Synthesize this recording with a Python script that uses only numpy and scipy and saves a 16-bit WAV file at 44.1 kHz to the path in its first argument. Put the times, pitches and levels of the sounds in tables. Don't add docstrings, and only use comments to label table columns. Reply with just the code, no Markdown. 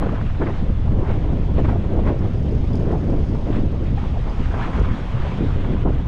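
import sys
import numpy as np
from scipy import signal
from scipy.fft import rfft, irfft, next_fast_len
from scipy.io import wavfile
from scipy.ndimage import uniform_filter1d, minimum_filter1d, map_coordinates

SR = 44100
rng = np.random.default_rng(int(sys.argv[2]) if len(sys.argv) > 2 else 0)


def master_out(mix):
    frames = np.transpose(np.atleast_2d(mix))
    ceiling = np.clip(frames, -1, 1)
    pcm = np.round(ceiling * 32767).astype(np.int16)
    wavfile.write(sys.argv[1], SR, pcm)


def amplitude_ratio(level_db):
    exponent = np.asarray(level_db, float) / 20
    return 10 ** exponent


N = 268083

# time in seconds, strength in dB.
WIND_STRENGTH = [(0.02, -28), (0.15, -31), (0.66, -35), (0.91, -32), (1.11, -27), (1.5, -29), (1.92, -25),
                 (2.49, -29), (2.99, -25), (3.28, -27.5), (3.68, -26), (4.17, -34), (4.44, -34),
                 (4.67, -31), (5.12, -33), (5.43, -28), (5.76, -28), (6.05, -33)]
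# centre in seconds, half length in seconds, push in dB, brightness in dB.
BUFFETS = [(.04, 0.062, 6, 11), (.17, 0.056, 4, 6), (.42, 0.023, 11, 13.5), (.483, .035, 10.5, 11),
           (.79, 0.01504, 3, 3), (2.57, 0.03025, 3, 0), (2.8, 0.01195, 0, 4), (2.93, 0.02996, 0, 3),
           (0.626, 0.026, 9, 2), (.7, 0.025, 9, 2), (0.928, 0.054, 5, 1), (1.029, 0.054, 3, 5),
           (1.119, 0.05, 2.5, 4.5), (1.28, 0.054, 3, 3), (1.6, 0.031, 8.5, 4.5), (1.695, 0.043, 5, 10),
           (1.959, 0.047, 5, 6), (2.08, 0.039, 4.5, 11), (2.26, 0.043, 2.5, 7), (2.48, 0.058, 5, 1),
           (2.763, 0.064, 5, 4), (2.915, 0.069, 3.5, 6.5), (3.14, .1, 3.5, 3.5), (3.345, 0.023, 2, 5),
           (3.54, 0.064, 5, 5.5), (4.83, .13, 0.5, 4), (4.401, 0.021, 9, 0), (4.59, 0.082, 0.5, 7.5),
           (4.812, 0.023, 10, -2), (4.913, 0.034, 7.5, 0.5), (2.19, 0.042, 2, 1.5), (5.425, 0.036, 9, -4),
           (5.712, 0.036, 5.5, 0.5), (.35, 0.01196, 2, 4), (.76, 0.029, -6, 0), (1.652, 0.019, 3, 4),
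           (2.31, 0.024, -4, 0), (3.0, 0.031, -4, -2), (3.25, 0.03, -3.5, 0), (3.7, 0.03, -3, -4),
           (3.82, 0.055, 4, 2), (3.95, 0.028, 4, -4), (4.2, 0.03, 3, 0), (4.3, 0.051, 2, 4),
           (5.24, 0.059, 0.2, 3.5), (5.5, 0.036, -0.4, 4), (5.97, 0.046, 3.5, 3), (5.869, .023, 11.5, 12),
           (5.906, .01, 3, 2), (5.647, .012, 0.5, 5), (3.47, .02, 0, 4), (.88, 0.015, 0, 4)]
# time in seconds, level in dB.
HEAVE = [(0.02, -23.5), (2.1, -18.5), (2.17, -26.5), (2.2, -22), (4.67, -23.5), (4.72, -30), (4.75, -21.5),
         (4.94, -29.5), (4.97, -31), (5.06, -23.5), (5.64, -21.5), (6.05, -19)]
# centre in seconds, half length in seconds, change in dB.
SURGES = [(.12, .05, -2), (.5, 0.078, -2), (.75, 0.051, 1), (1.1, 0.022, 3.5), (1.6, 0.033, 0),
          (1.85, 0.036, 2.5), (2.45, 0.024, -0.5), (2.51, .025, -3), (2.7, 0.036, 2), (2.95, .03, -1),
          (3.22, 0.045, 0.5), (3.4, 0.033, -1), (3.55, 0.03, -1), (3.7, 0.03, -3.5), (3.81, 0.051, -1),
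          (4.0, 0.035, -1), (4.35, 0.033, -4), (4.41, 0.021, 1), (4.88, 0.049, -2.5), (5.1, 0.03, -2),
          (5.45, .035, -2), (5.99, 0.031, -3)]
# centre in seconds, half length in seconds, change of the large
# eddies in dB, of the small in dB, of the finest in dB.
EDDY_SWELLS = [(0.13, 0.015, 2, 6, 2), (0.17, 0.02, -1.5, -7, 2.5), (0.319, 0.035, 3.5, -13, -1),
               (0.738, 0.022, -3, -9, -3), (0.838, 0.022, 0.5, -6, -1.5), (0.918, 0.066, 2, 2, 4),
               (1.058, 0.021, -6.5, -8.5, 4.5), (1.197, 0.033, -4, 0.5, -3), (1.387, 0.057, -1, 4, -0.5),
               (1.467, 0.017, -1, -9, -4), (1.527, 0.046, -0.5, 0.5, 1), (1.626, 0.035, -3.5, -6.5, -5),
               (1.736, 0.019, 2.5, -4, -1.5), (1.876, 0.072, -9.5, 0, -1), (2.424, 0.095, 0.5, 0, -5),
               (2.674, 0.1, 0.5, -1, -3), (2.764, 0.021, 0, -2.5, -2.5), (2.873, 0.013, -1.5, 3, 4),
               (3.033, 0.044, -2, 4.5, 0.5), (3.542, 0.02, 0.5, -6.5, 1.5), (3.662, 0.1, 3, 2.5, -4.5),
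               (3.722, 0.018, 1, -1, 4), (3.791, 0.02, 1, -4, -3), (3.921, 0.1, 2, -1, -3),
               (4.041, 0.02, 0, 6.5, 2.5), (4.111, 0.07, -1, -4, -0.5), (4.18, 0.0082, -2, 0, 0),
               (4.54, 0.066, -1, 2.5, 2), (4.699, 0.02, -0.5, 5, 0), (4.759, 0.026, 0, 5, 4),
               (4.839, 0.036, 10, -8, 3), (4.909, 0.021, 14, -4, 1.5), (5.148, 0.027, 2.5, -6, 2),
               (5.228, 0.037, 1.5, 4, 0), (5.348, 0.03, -4, 2, -3), (5.488, 0.033, 2.5, 0.5, -3),
               (5.567, 0.02, 0, 6.5, -5), (5.927, 0.03, -3, 3.5, 2), (5.986, 0.02, 4, 1, 1),
               (6.036, 0.025, -5.5, -6, -3.5)]
# start in seconds, jump in dB.
FLAPS = [(.022, 8), (.058, 6), (0.087, 6), (0.174, 6), (.212, 6), (0.345, 10), (0.414, 9), (0.466, 8),
         (0.985, 5), (1.091, 5), (1.241, 9), (1.299, 6), (1.328, 9), (1.585, 8), (1.644, 9), (1.679, 7),
         (1.729, 10), (1.759, 9), (1.833, 9), (1.99, 5), (2.034, 6), (2.062, 7), (2.101, 6), (2.343, 7.5),
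         (2.445, 5), (2.638, 8), (2.702, 9), (2.741, 8), (3.126, 7), (3.346, 7), (4.539, 10), (4.593, 6),
         (4.655, 6), (4.777, 5), (5.855, 4.5)]
# frequency in Hz, density in dB per Hz.
LARGE_SPECTRUM = [(5, -10.5), (14, 5.5), (30, 0), (70, 0), (120, -5), (170, -12.5), (300, -24.5),
                  (700, -60.5), (1500, -120)]
# frequency in Hz, density in dB per Hz.
SMALL_SPECTRUM = [(20, -23.5), (90, -2), (200, 1), (350, -5.5), (600, -13.5), (1100, -34.5), (2000, -53.5),
                  (4000, -66.5), (9000, -100)]
# frequency in Hz, density in dB per Hz.
FINE_SPECTRUM = [(300, -33), (700, 3), (1000, 5), (1400, 0.5), (1900, -6), (2800, -17), (4000, -35),
                 (8000, -71)]
# centre in seconds,
# peak in dB, pitch in Hz.
WHORLS = [(0.027, -23, 1050), (0.071, -15.5, 463), (0.094, -29, 1450), (0.157, -31, 1720),
          (0.175, -30, 1460), (0.214, -23.5, 1460), (0.301, -30, 1460), (0.414, -22, 890),
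          (0.426, -30, 1460), (0.466, -25, 890), (0.478, -21, 750), (0.496, -20, 635), (0.666, -27, 460),
          (0.701, -22.5, 240), (1.031, -18.5, 390), (1.157, -22, 330), (1.33, -25, 639), (1.584, -13, 460),
          (1.601, -15, 540), (1.693, -18, 1040), (1.73, -19, 749.6), (1.76, -21, 644), (1.945, -21, 540),
          (1.991, -26, 889.6), (2.074, -27, 1240), (2.085, -30, 1237), (2.124, -14.5, 460),
          (2.221, -34, 1460), (2.257, -25.5, 1050), (2.642, -27, 889), (2.748, -25, 638.7),
          (2.915, -28.5, 1720), (3.102, -19.5, 460), (3.354, -24.5, 891.2), (3.505, -17, 329.2),
          (3.567, -35, 2034), (3.985, -26, 888.4), (4.27, -27, 388), (4.398, -23.5, 240),
          (4.459, -26, 1459), (4.542, -22, 642.4), (4.598, -24, 1048), (4.632, -28.5, 2016),
          (4.659, -32, 1720), (4.792, -25, 1239), (4.814, -13.5, 389.6), (4.913, -21, 281.3),
          (5.227, -26, 1461), (5.267, -30, 1051), (5.408, -14.5, 329.4), (5.437, -22, 389.6),
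          (5.449, -18, 384.8), (5.507, -27, 1237), (5.647, -28, 1720), (5.697, -25, 542.6),
          (5.738, -30.5, 2029), (5.767, -29, 1050), (5.857, -16, 641), (5.875, -17, 890),
          (5.906, -21, 540.5),
          (0.13, -19, 250), (0.409, -18, 300), (0.43, -21, 300), (0.478, -22, 350), (0.504, -21.5, 352),
         (0.626, -19.5, 212), (0.92, -22, 303), (0.974, -18, 250), (0.998, -20, 300), (1.091, -25, 350),
         (1.273, -21, 300), (1.326, -22, 350), (1.344, -21.5, 300), (1.434, -23, 350),
         (1.614, -16.5, 350.3), (1.682, -20, 349.6), (1.761, -19.5, 350), (1.93, -18, 210),
         (2.102, -15, 300.5), (2.209, -17, 250.4), (2.458, -22, 300), (2.527, -20, 350.8),
         (2.71, -19, 347.8), (2.892, -16.5, 250), (2.968, -14, 150.1), (3.086, -21, 349.7),
         (3.123, -14.5, 249.9), (3.299, -18, 250), (3.325, -17, 299.7), (3.359, -15, 130.1),
         (3.568, -15.5, 179.8), (3.591, -15.5, 250.9), (3.636, -18.5, 300.1), (3.814, -20, 300),
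         (3.835, -21.5, 300.4), (3.929, -18.5, 210.2), (4.03, -27, 350), (4.504, -24, 350),
         (4.89, -22, 250.2), (5.692, -20, 299.7), (5.731, -19, 300.5), (5.854, -14, 350), (5.893, -19, 350),
         (5.959, -21, 300),
          (.348, -29, 780), (1.242, -29, 900), (1.645, -26, 800), (1.71, -25, 600), (2.092, -21, 720),
          (2.145, -21, 560), (2.165, -22, 400), (2.8, -30, 1000), (3.548, -29, 1300), (3.585, -28, 1050),
          (4.04, -31, 1200), (4.06, -29, 560), (5.422, -17, 280), (5.43, -25, 650), (5.862, -12, 200),
          (5.92, -22, 200)]
# start in seconds, peak in dB, ring in Hz, noisy edge in dB,
# decay by 60 dB in seconds.
RATTLES = [(2.19, -41, 5348, -32, 0.02), (2.378, -45, 4950, -35, 0.037), (2.508, -45, 5000, -36, .045),
           (2.731, -36, 4930, -36, 0.022), (2.731, -36, 3400, -34, 0.029), (2.754, -34.5, 4700, -23, 0.016),
           (2.7535, -43, 5800, -32, .01), (2.546, -45, 4950, -32, .025), (2.61, -47, 5000, -30, .02),
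           (2.365, -48, 5000, -35, .03), (2.758, -46, 6500, -42, .03), (2.7645, -50, 6700, -18, .016),
           (2.7734, -34, 4858, -30, 0.014), (3.248, -45.5, 5000, -21, 0.015),
           (4.295, -38, 5000, -35, 0.029), (4.792, -52, 5720, -16, 0.038), (5.372, -44, 4505, -26, .02)]
# start in seconds, peak in dB, ring in Hz, decay by 60 dB in seconds.
KNOCKS = [
    (.091, -17, 1190, 0.025),
    (0.153, -22.5, 1535, 0.03),
    (3.974, -18.5, 804, 0.054),
    (3.981, -26, 1840, 0.025),
    (3.976, -31, 1300, 0.028),
    (3.978, -33, 2500, .025),
    (4.2, -32, 1896, 0.041),
    (4.622, -29.5, 1723, 0.061),
    (4.622, -31, 1721, .06),
    (5.765, -27, 984, 0.037),
]
# time in seconds, tick level in dB.
DIESEL_LEVEL = [
    (0, -81),
    (2, -80.5),
    (2.5, -75.5),
    (3.4, -74.5),
    (4, -79.5),
    (4.55, -74.5),
    (4.85, -76),
    (5.1, -82.5),
    (6.08, -95),
]
CYLINDERS = [-1.8, 0.94, 0, 0, 0, 0.83]
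# frequency in Hz, width in Hz, level in dB.
BLOCK = [
    (3400, 1400, -3),
    (5000, 1000, 3),
    (6500, 680, -1.5),
    (9100, 2100, -11.5),
]
# time in seconds, load in dB.
SNOW_DRIFT = [(0.06, -48.5), (0.42, -50.5), (0.7, -51), (0.97, -52), (1.1, -50.5), (3.75, -52.5),
              (4.67, -44), (4.97, -45), (5.35, -43.5), (5.83, -48.5), (6.0, -49.5)]
# centre in seconds, half length in seconds, added load in dB.
SNOW_SHEETS = [(.055, 0.035, 0.2), (.16, .012, 2.5), (.213, .01, 1.5), (.265, .01, 4), (.302, .01, 3.5),
               (.49, 0.11, 2.5), (.56, .04, 2.5), (1.12, .05, 3.5), (1.592, 0.024, 6.5), (1.652, .012, 4.5),
               (1.7, 0.04, 4.5), (2.076, 0.029, 6), (2.14, .04, 0.5), (2.91, 0.055, 0), (3.15, .03, -0.5),
               (3.555, 0.05, 7), (3.47, .02, 1.5), (3.87, 0.033, 3), (3.99, 0.023, 4.5), (4.05, .045, 3),
               (4.42, 0.04, 2), (4.545, .012, 0), (4.63, 0.032, 3.5), (4.76, .04, 0.5), (4.96, .03, 1),
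               (5.23, 0.045, 1.5), (5.5, .04, 0.5), (5.65, .015, 2)]
# frequency in Hz, density in dB per Hz.
HISS_SPECTRUM = [(300, -38.5), (900, -3), (2000, 0), (3350, -3.5), (4050, -10.5), (5000, -17),
                 (5500, -18.5), (6700, -22), (7500, -26), (9600, -34), (10500, -43), (12300, -57.5),
                 (16000, -71.5)]
# frequency in Hz, density in dB per Hz.
PLAIN_SPECTRUM = [(120, -32), (250, -15), (400, 0.5), (650, 1.5), (1000, -3), (1600, -14.5), (3000, -52)]


def wind():
    wind_db, = curves(WIND_STRENGTH)
    heave_db, = curves(HEAVE)
    surge_db, = packets(SURGES)
    push_db, shine_db = packets(BUFFETS)
    large_swell_db, small_swell_db, fine_swell_db = packets(EDDY_SWELLS)
    snow_db, lift_db = snow_load(), flaps()
    puff, flutter = wobble(45), wobble(120)

    large_db = heave_db + surge_db + 0.17 * push_db + 1.1 * wobble(9.2) + 0.69 * large_swell_db + 3.0
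    large = evened(rush(LARGE_SPECTRUM, patchy_db=1.25), seconds=0.049, share=0.92)

    gust_db = wind_db + push_db + 1.084 * wobble(16)
    speed_db = 0.12 * (gust_db + 30) + 0.25 * (shine_db - 6.5) + 0.7 * puff + 0.3 * lift_db
    speed = np.clip(amplitude_ratio(speed_db), 0.4, 3)
    pattern = rush(SMALL_SPECTRUM, patchy_db=0.5, size=3 * N)
    small = map_coordinates(pattern, [np.cumsum(speed)])
    small = evened(amplitude_ratio(0.52 * puff + 0.9 * flutter + 0.64 * lift_db) * small, seconds=0.03, share=0.58)
    small_db = gust_db + 0.77 * small_swell_db + 0.11 * lift_db - 0.63

    fine_db = 1.32 * (snow_db - snow_db.mean()) + 0.17 * (wind_db - wind_db.mean()) - 49.5
    fine_db = fine_db + shine_db + 0.77 * wobble(18) + fine_swell_db + 0.42 * lift_db
    fine_flutter_db = 0.45 * puff + 2.1 * flutter + 1.8 * wobble(70) + 0.63 * lift_db
    fine = amplitude_ratio(fine_flutter_db) * rush(FINE_SPECTRUM, patchy_db=2.0)
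    fine = evened(fine, seconds=0.037, share=0.85)
    crest = filtered(fine, lambda hz: 1 / (1 + (1720 / (hz + 1)) ** 4))
    fine = fine + amplitude_ratio(-14 + 0.36 * shine_db) * crest

    return amplitude_ratio(large_db) * large + amplitude_ratio(small_db) * small + amplitude_ratio(fine_db) * fine


def flaps():
    sinking_s, lead_s = 0.012, 0.01
    t = np.arange(N) / SR
    lift_db = np.zeros(N)
    for s, jump_db in FLAPS:
        first = round((s - lead_s) * SR)
        u = (t[first:][:SR // 10] - s) / sinking_s
        lull = -0.3 * np.exp(2.545 * np.minimum(u, 0))
        jump = (1 - np.exp(-8 * np.abs(u))) * np.exp(-u)
        lift_db[first:][:len(u)] += jump_db * np.where(u > 0, jump, lull)
    return uniform_filter1d(uniform_filter1d(lift_db, size=70), size=70)


def whorls():
    half_turns, sag = 1.3, 0.06
    eddies = WHORLS
    out = np.zeros(N + SR)
    t = np.arange(-SR // 50, SR // 50) / SR
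    starts = rng.uniform(0, 2 * np.pi, len(eddies))
    for (s, db, hz), start in zip(eddies, starts):
        turns = hz * t
        shape = np.exp(-(np.where(turns < 0, 1.4 * turns, turns) / half_turns) ** 2)
        wave = np.sin(start + 2 * np.pi * turns * (1 - sag * turns / 2))
        out[round(s * SR):][:len(t)] += amplitude_ratio(db - 1) * shape * wave
    return out[SR // 50:][:N]


def loose_parts():
    out = np.zeros(N + SR)
    t = np.arange(SR // 10) / SR
    edge = modes([(4800, 900, 3.0), (6500, 1000, -1), (9300, 1300, -8.0)])
    for s, db, hz, edge_db, t60 in RATTLES:
        noise = filtered(rng.standard_normal(len(t)), edge)
        ring = np.sin(2 * np.pi * hz * t) + amplitude_ratio(edge_db + 33.5) * noise
        out[round(s * SR):][:len(t)] += amplitude_ratio(db - 4.0 - 60 * t / t60) * ring * (1 - np.exp(-t / 0.0018))
    for s, db, hz, t60 in KNOCKS:
        ring = np.sin(2 * np.pi * hz * t)
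        out[round(s * SR):][:len(t)] += amplitude_ratio(db - 4.0 - 60 * t / t60) * ring * (1 - np.exp(-t / 0.0017))
    return filtered(out[:N], lambda hz: 1 / (1 + (hz / 10500) ** 12))


def diesel():
    firing_hz, firing_s = 32.545, 3.6861
    tick_db, = curves(DIESEL_LEVEL)
    turns = (np.arange(N) / SR - firing_s) * firing_hz + 600
    firing = turns.astype(int)
    since = (turns - firing) / firing_hz
    strength_db = np.tile(CYLINDERS, 200)[firing] + 0.99 * rng.standard_normal(1200)[firing]
    click, clatter = amplitude_ratio(-60 * since / 0.0038), amplitude_ratio(-60 * since / 0.31)
    burst = amplitude_ratio(strength_db) * (click + 0.7 * clatter)
    block = modes(BLOCK)
    ticks = filtered(burst * rng.standard_normal(N), lambda hz: block(hz) / (1 + (hz / 10300) ** 12))
    return amplitude_ratio(tick_db + 13.5) * unit(ticks)


def storm():
    load_db = snow_load()
    swing_db = 0.8 * (load_db - load_db.mean())
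    hiss_db = swing_db - 48.0 + 0.49 * wobble(33)
    roar_db = 0.8 * packets(EDDY_SWELLS)[2] + 0.25 * flaps() + 0.5 * (swing_db + 0.5) + 0.35 * wobble(24) - 41.0
    hiss = amplitude_ratio(hiss_db) * rush(HISS_SPECTRUM, patchy_db=1.4)
    return hiss + amplitude_ratio(roar_db) * rush(PLAIN_SPECTRUM, patchy_db=3.0)


def snow_load():
    return curves(SNOW_DRIFT)[0] + packets(SNOW_SHEETS)[0]


def packets(rows):
    steepness, tail = 2.5, 1.2
    s, half, *cols = np.transpose(rows)[:, :, None]
    t = np.arange(0, N / SR + .002, .001)
    u = (t - s) / half
    shape = np.exp(-np.abs(np.where(u > 0, u / tail, u)) ** steepness)
    return curves(np.transpose([t] + [(c * shape).sum(axis=0) for c in cols]))


def curves(rows):
    s, *cols = np.transpose(rows)
    return [np.interp(np.arange(N) / SR, s, c) for c in cols]


def wobble(rate):
    knots = rng.standard_normal(int(N * rate / SR) + 4)
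    return map_coordinates(knots, [np.arange(N) * rate / SR])


def rush(spectrum, patchy_db, size=N):
    z = signal.stft(rng.standard_normal(size + 512), nperseg=512)[2]
    field = uniform_filter1d(rng.standard_normal(z.shape), size=5, axis=0)
    field = uniform_filter1d(field, size=8, axis=1)
    x = signal.istft(z * amplitude_ratio(patchy_db * unit(field)), nperseg=512)[1][:size]
    f, db = np.transpose(spectrum)
    return unit(filtered(x, lambda hz: amplitude_ratio(np.interp(np.log(hz + 1), np.log(f + 1), db))))


def evened(x, seconds, share):
    size = round(seconds * SR)
    power = np.abs(uniform_filter1d(uniform_filter1d(x ** 2, size), size))
    return unit(x / (power + 1e-9) ** (np.clip(share, 0, 1) / 2))


def modes(table):
    def response(f):
        total = 0
        for k, (centre, width, db) in enumerate(table):
            damping = 1j * f * width
            total = total + (-1) ** k * amplitude_ratio(db) * damping / (centre ** 2 - f ** 2 + damping)
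        return total
    return response


def filtered(x, response):
    m = next_fast_len(len(x) + SR // 4)
    return irfft(rfft(x, m) * response(np.fft.rfftfreq(m, 1 / SR)), m)[:len(x)]


def unit(x):
    return x / np.sqrt(np.mean(x ** 2) + 1e-20)


def scene():
    return (wind() + whorls() + loose_parts() + diesel() + storm())[None]


def band_limit(x):
    return signal.sosfilt(signal.butter(12, 15700, fs=SR, output="sos"), x)


def record(dry):
    padded = np.pad(dry[0], 400, "reflect")
    heard = filtered(padded, lambda hz: 1 / (1 + (hz / 12100) ** 30))[None, 400:-400]
    heard = heard + amplitude_ratio(-102 + 5 * wobble(20)) * rng.standard_normal(N)
    need = np.minimum(1, 0.455 / (np.abs(heard) + 1e-9))
    gain = uniform_filter1d(minimum_filter1d(need, size=901, axis=1), size=900, axis=1)
    return band_limit(heard * gain + 0.0035)


dry = scene()
out = record(dry)
master_out(out)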